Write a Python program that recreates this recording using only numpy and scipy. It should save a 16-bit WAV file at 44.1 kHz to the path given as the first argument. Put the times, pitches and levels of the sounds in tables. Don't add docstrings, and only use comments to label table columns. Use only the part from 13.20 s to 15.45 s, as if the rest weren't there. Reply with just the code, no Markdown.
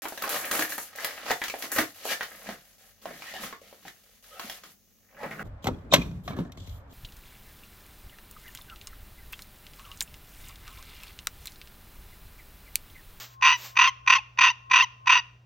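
import sys
import numpy as np
from scipy import signal
from scipy.fft import rfft, irfft
from scipy.io import wavfile
from scipy.ndimage import uniform_filter1d

SR = 44100
rng = np.random.default_rng(int(sys.argv[2]) if len(sys.argv) > 2 else 0)


def persist_wave(psi):
    counts = np.round(np.clip(psi, -1, 1) * 32767).astype(np.int16)
    wavfile.write(sys.argv[1], SR, np.atleast_2d(counts).T)


N = 99225
T = np.arange(N) / SR

# (start [s], length [s], rasp level [dB], tone level [dB], cord pitch [Hz],
# first throb rate [Hz], throb depth [0-1], snap rate [1/s], swell time [s], rasp throb fade [s])
CROAK_CUES = [(0.21, 0.121, -14.5, -20, 1021, 48.8, 0.1, 150, 0.06, 0.03),
              (0.553, 0.120, -13, -18, 1032, 47, 0.9, 230, 0.052, 0.038),
              (0.86, 0.096, -12.5, -18.5, 1035, 43.5, 0.83, 250, 0.039, 0.056),
              (1.172, 0.11, -12.5, -18, 1017, 43.7, 0.9, 240, 0.059, .035),
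              (1.497, 0.114, -13.5, -18, 1024, 45.3, 0.85, 250, 0.055, 0.032),
              (1.857, 0.12, -13, -18, 1015, 43.35, 0.92, 240, 0.047, 0.035)]
def croak(start, length, rasp_db, tone_db, pitch_hz, throb_hz, depth, snap_rate, swell_s, throb_fade_s):
    first_throb_s, slowing_s = 0.02, 0.17
    onset_s, attack_s, hold_s, release_s = 0.012, 0.0038, 0.065, 0.014
    rasp_dip_db, tone_dip_db = 41, 24
    rasp_sag_db_per_s, tone_sag_db_per_s = 126, 79
    t = T[:11000]
    throbs = throb_hz * slowing_s * np.log(np.maximum(1 + (t - first_throb_s) / slowing_s, 1e-3))
    trough = depth * np.sin(np.pi * throbs) ** 4
    gate = ramp((t - onset_s) / attack_s) * np.exp(-np.maximum(t - length, 0) / release_s)
    swell_db = -6 * (1 - ramp(t / swell_s))
    sag_s = np.maximum(t - hold_s, 0)
    rasp_throb_db = rasp_dip_db * trough * np.exp(-t / throb_fade_s)
    rasp_shape = gate * from_db(swell_db - rasp_sag_db_per_s * sag_s - rasp_throb_db)
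    tone_shape = gate * from_db(swell_db - tone_sag_db_per_s * sag_s - tone_dip_db * trough)
    tone_shape *= ramp((length - t) / release_s + .5)
    rasp = from_db(rasp_db) * (tick_envelope(t) + rasp_shape) * cord_rasp(t, pitch_hz, snap_rate)
    tone = from_db(tone_db) * tone_shape * cord_tone(t, pitch_hz, length)
    return np.interp(T - start, t, rasp + tone, left=0, right=0)


def tick_envelope(t, at_s=0.0014, rise_s=0.0015, decay_s=0.0097):
    return from_db(-22.5) * ramp((t - at_s) / rise_s) * np.exp(-np.abs(t - at_s) / decay_s)


def cord_rasp(t, pitch_hz, snap_rate):
    snaps = pulses(snap_rate, jitter=.22, spread_db=2.6)[:len(t)]
    buzz = from_db(-8) * pulses(.94 * pitch_hz, jitter=.035, spread_db=3.5)[:len(t)]
    breath = from_db(-36) * rng.standard_normal(len(t))
    rasp = vocal_sac(snaps + buzz + breath)
    climb = resonate(rasp, hz=2760, width_hz=410) - resonate(rasp, hz=2480, width_hz=410)
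    stretch = ramp((t - 0.033) / 0.038) - 1 / 4
    return hold_level(rasp + stretch * climb)


def cord_tone(t, pitch_hz, length):
    wobble = 0.019 * rms_one(cut(rng.standard_normal(len(t)), 156, "low"))
    arch = 0.012 * (2 * np.sin(np.pi * t / length) - 1)
    return np.sqrt(2) * np.sin(2 * np.pi * np.cumsum(pitch_hz * (1 + wobble + arch)) / SR)


# (frequency [Hz], relative gain [dB])
SAC_RESPONSE = [(100, -53), (400, -40), (700, -31), (850, -19.5), (950, -16), (1025, -3.5), (1190, -11.5),
                (1280, -10), (1480, -9), (1660, -18.5), (1820, -9), (2020, -9.5), (2150, -10.5),
                (2270, -15.5), (2380, 2), (2510, 1), (2760, -2.5), (2950, -16), (3250, -13), (3400, -17.5),
                (3560, -13.5), (3950, -23.5), (4150, -28.5), (4340, -20), (4450, -35.5), (4620, -17.5),
                (4800, -21), (5100, -40), (5390, -19.5), (5490, -26.5), (5870, -17.5), (6130, -14.5),
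                (6300, -24), (6900, -41), (8000, -38.5), (9500, -64), (11000, -72.5), (13000, -48),
                (15500, -48.5), (17000, -75.5)]
def vocal_sac(x, size=4096):
    gain = from_db(over_bins(SAC_RESPONSE, size)[0])
    cepstrum = irfft(np.log(gain))[:size // 2]
    ringing = irfft(np.exp(2 * rfft(cepstrum, size) - cepstrum[0]))[:size // 2]
    return signal.fftconvolve(x, ringing)[:len(x)]


# (start [s], length [s], start pitch [Hz], end pitch [Hz],
# fundamental level [dB], overtone level [dB])
NOTE_CUES = [(0.322, 0.044, 1008, 969, -29, -24.5), (0.672, 0.025, 1107, 1012, -22, -23),
             (0.955, 0.021, 1081, 1051, -20.5, -25.5), (0.979, 0.015, 935, 822, -36, -26.5),
             (1.283, 0.022, 877, 945, -36.5, -19.5), (1.299, 0.019, 1047, 954, -28, -28),
             (1.605, 0.021, 888, 970, -31, -17), (1.621, 0.026, 1107, 960, -22, -22.5),
             (1.97, 0.032, 974, 946, -30.5, -23.5)]
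def closing_note(start, length, from_hz, to_hz, tone_db, overtones_db):
    attack_s, release_s, fade_db_per_s = .004, .009, 207.5
    t = T[:int((length + release_s) * SR)]
    wobble = .011 * rms_one(cut(rng.standard_normal(len(t)), 430, "low"))
    glide_hz = np.interp(t, [0, length], [from_hz, to_hz])
    phase = 2 * np.pi * np.cumsum(glide_hz * (1 + wobble)) / SR
    wave = from_db(tone_db) * np.sqrt(2) * np.sin(phase) + from_db(overtones_db) * overtones(phase)
    shape = ramp(t / attack_s) * ramp((length - t) / release_s + .5) * from_db(-fade_db_per_s * t)
    return np.interp(T - start, t, wave * shape, left=0, right=0)


CORD_HARMONICS = [-4.5, 1.5, -0.5, 2, 1, -13.5, -7, -12, -5, -5, 9, 3.5, 2.5]
def overtones(phase):
    harmonics = sum(from_db(db) * np.cos(k * phase) for k, db in enumerate(CORD_HARMONICS, start=2))
    return rms_one(vocal_sac(harmonics))


# (frequency [Hz], left minus right level [dB], left phase lead [rad])
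FROG_IMAGE = [(200, -1.5, -1), (500, 0, -.6), (810, 0.5, -1.2), (932, -0.5, 1.5), (1062, 0.7, -0.13),
              (1065, 9.5, -0.17), (1259, -14, -2), (1450, 6.5, 0.4), (1501, -14, 0), (1993, 1.5, 0.3),
              (2600, -0.5, .5), (3770, 0.5, .35), (4900, -1.5, 1.3), (5560, 3, -2), (6050, -1, 0.65),
              (8600, 0.5, 2.5), (13000, 0.5, 1)]
def pan_frog(x):
    balance_db, lead = over_bins(FROG_IMAGE)
    sides = [from_db(side * balance_db / 2) * np.exp(1j * side * lead / 2) for side in (1, -1)]
    return irfft(rfft(x) * np.array(sides), N)


def reverb(x, t60_s, top_hz=6500, width=.7):
    decay = from_db(-60 * T / t60_s) * ramp(T / 0.0025)
    mid, side = cut(rng.standard_normal((2, N)), top_hz, "low") * decay
    tail = mid + width * side * [[1], [-1]]
    return signal.fftconvolve(x[None], rms_one(tail) / np.sqrt(N), axes=1)[:, :N]


# (time [s], level [dB])
SPRAY_ENVELOPE = [(0, -38.5), (0.045, -43), (0.09, -55), (0.14, -57.5), (0.2, -86), (0.33, -65),
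                  (0.38, -46.5), (0.46, -40), (0.5, -47.5), (0.54, -60), (0.62, -85)]
# (frequency [Hz], relative level [dB])
SPRAY_COLOUR = [(120, -34), (200, -14), (916, -7.5), (1000, -4), (1350, -5.5), (2910, -4.5), (7140, -7.5),
                (8740, -19.5), (10300, -33.5), (10900, -37.5), (11500, -28), (12600, -7.5), (16000, -9.5)]
def misting_nozzle():
    return from_db(np.interp(T, *np.transpose(SPRAY_ENVELOPE))) * noise(SPRAY_COLOUR)


# (frequency [Hz], level [dB])
HUM_PARTIALS = [(60, -69), (120, -56.5)]
# (frequency [Hz], relative level [dB])
RUMBLE_COLOUR = [(20, -33.5), (45, -6.5), (70, -1), (100, -6), (160, -13.5), (300, -21.5), (700, -20.5),
                 (2000, -29.5), (6000, -39), (10000, -54.5), (16000, -54.5)]
def room_tone():
    hum = sum(from_db(db) * np.sin(2 * np.pi * (hz * T + rng.random())) for hz, db in HUM_PARTIALS)
    rumble = cut(noise(RUMBLE_COLOUR), 35, "high", order=4)
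    return np.sqrt(2) * hum + from_db(-64) * rumble


def from_db(db):
    return 10 ** (np.asarray(db) / 20)


def rms_one(x):
    return x / np.sqrt(np.mean(x ** 2) + 1e-20)


def ramp(x):
    return np.sin(np.pi / 2 * np.clip(x, 0, 1)) ** 2


def cut(x, hz, kind, order=2):
    return signal.sosfilt(signal.butter(order, hz, kind, fs=SR, output="sos"), x + 1e-18)


def resonate(x, hz, width_hz):
    r = np.exp(-np.pi * width_hz / SR)
    feedback = [1, -2 * r * np.cos(2 * np.pi * hz / SR), r * r]
    return signal.lfilter(np.array([1, 0, -1]) * (1 - r * r) / 2, feedback, x + 1e-18)


def over_bins(rows, size=N):
    hz, *columns = np.transpose(rows)
    bin_hz = np.arange(size // 2 + 1) * SR / size
    return [np.interp(np.log(bin_hz + 1), np.log(hz), column) for column in columns]


def noise(colour):
    return rms_one(irfft(rfft(rng.standard_normal(N)) * from_db(over_bins(colour)[0]), N))


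def pulses(rate, jitter, spread_db, count=300):
    timing, strength = np.clip(rng.standard_normal((count, 2)), -2, 2).T
    at = (np.cumsum(np.exp(jitter * timing)) / rate * SR).astype(int)
    return np.bincount(at[at < N], from_db(spread_db * strength[at < N]), N)


def hold_level(x, size=450):
    power = uniform_filter1d(uniform_filter1d(x * x, size), size)
    return x / np.sqrt(np.abs(power) + 1e-9)


def scene():
    frog = sum(croak(*cue) for cue in CROAK_CUES) + sum(closing_note(*cue) for cue in NOTE_CUES)
    tank = from_db(-27) * reverb(frog, t60_s=0.056)
    room = from_db(-29) * reverb(frog, t60_s=0.49)
    return pan_frog(frog) + tank + room + misting_nozzle() + room_tone()


def record(dry):
    ceiling, cutoff_hz = .98, 16000
    rounded = dry / (1 + (dry / ceiling) ** 8) ** (1 / 8)
    return signal.sosfilt(signal.ellip(10, .1, 80, cutoff_hz, fs=SR, output="sos"), rounded)


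dry = scene()
out = record(dry)
persist_wave(out)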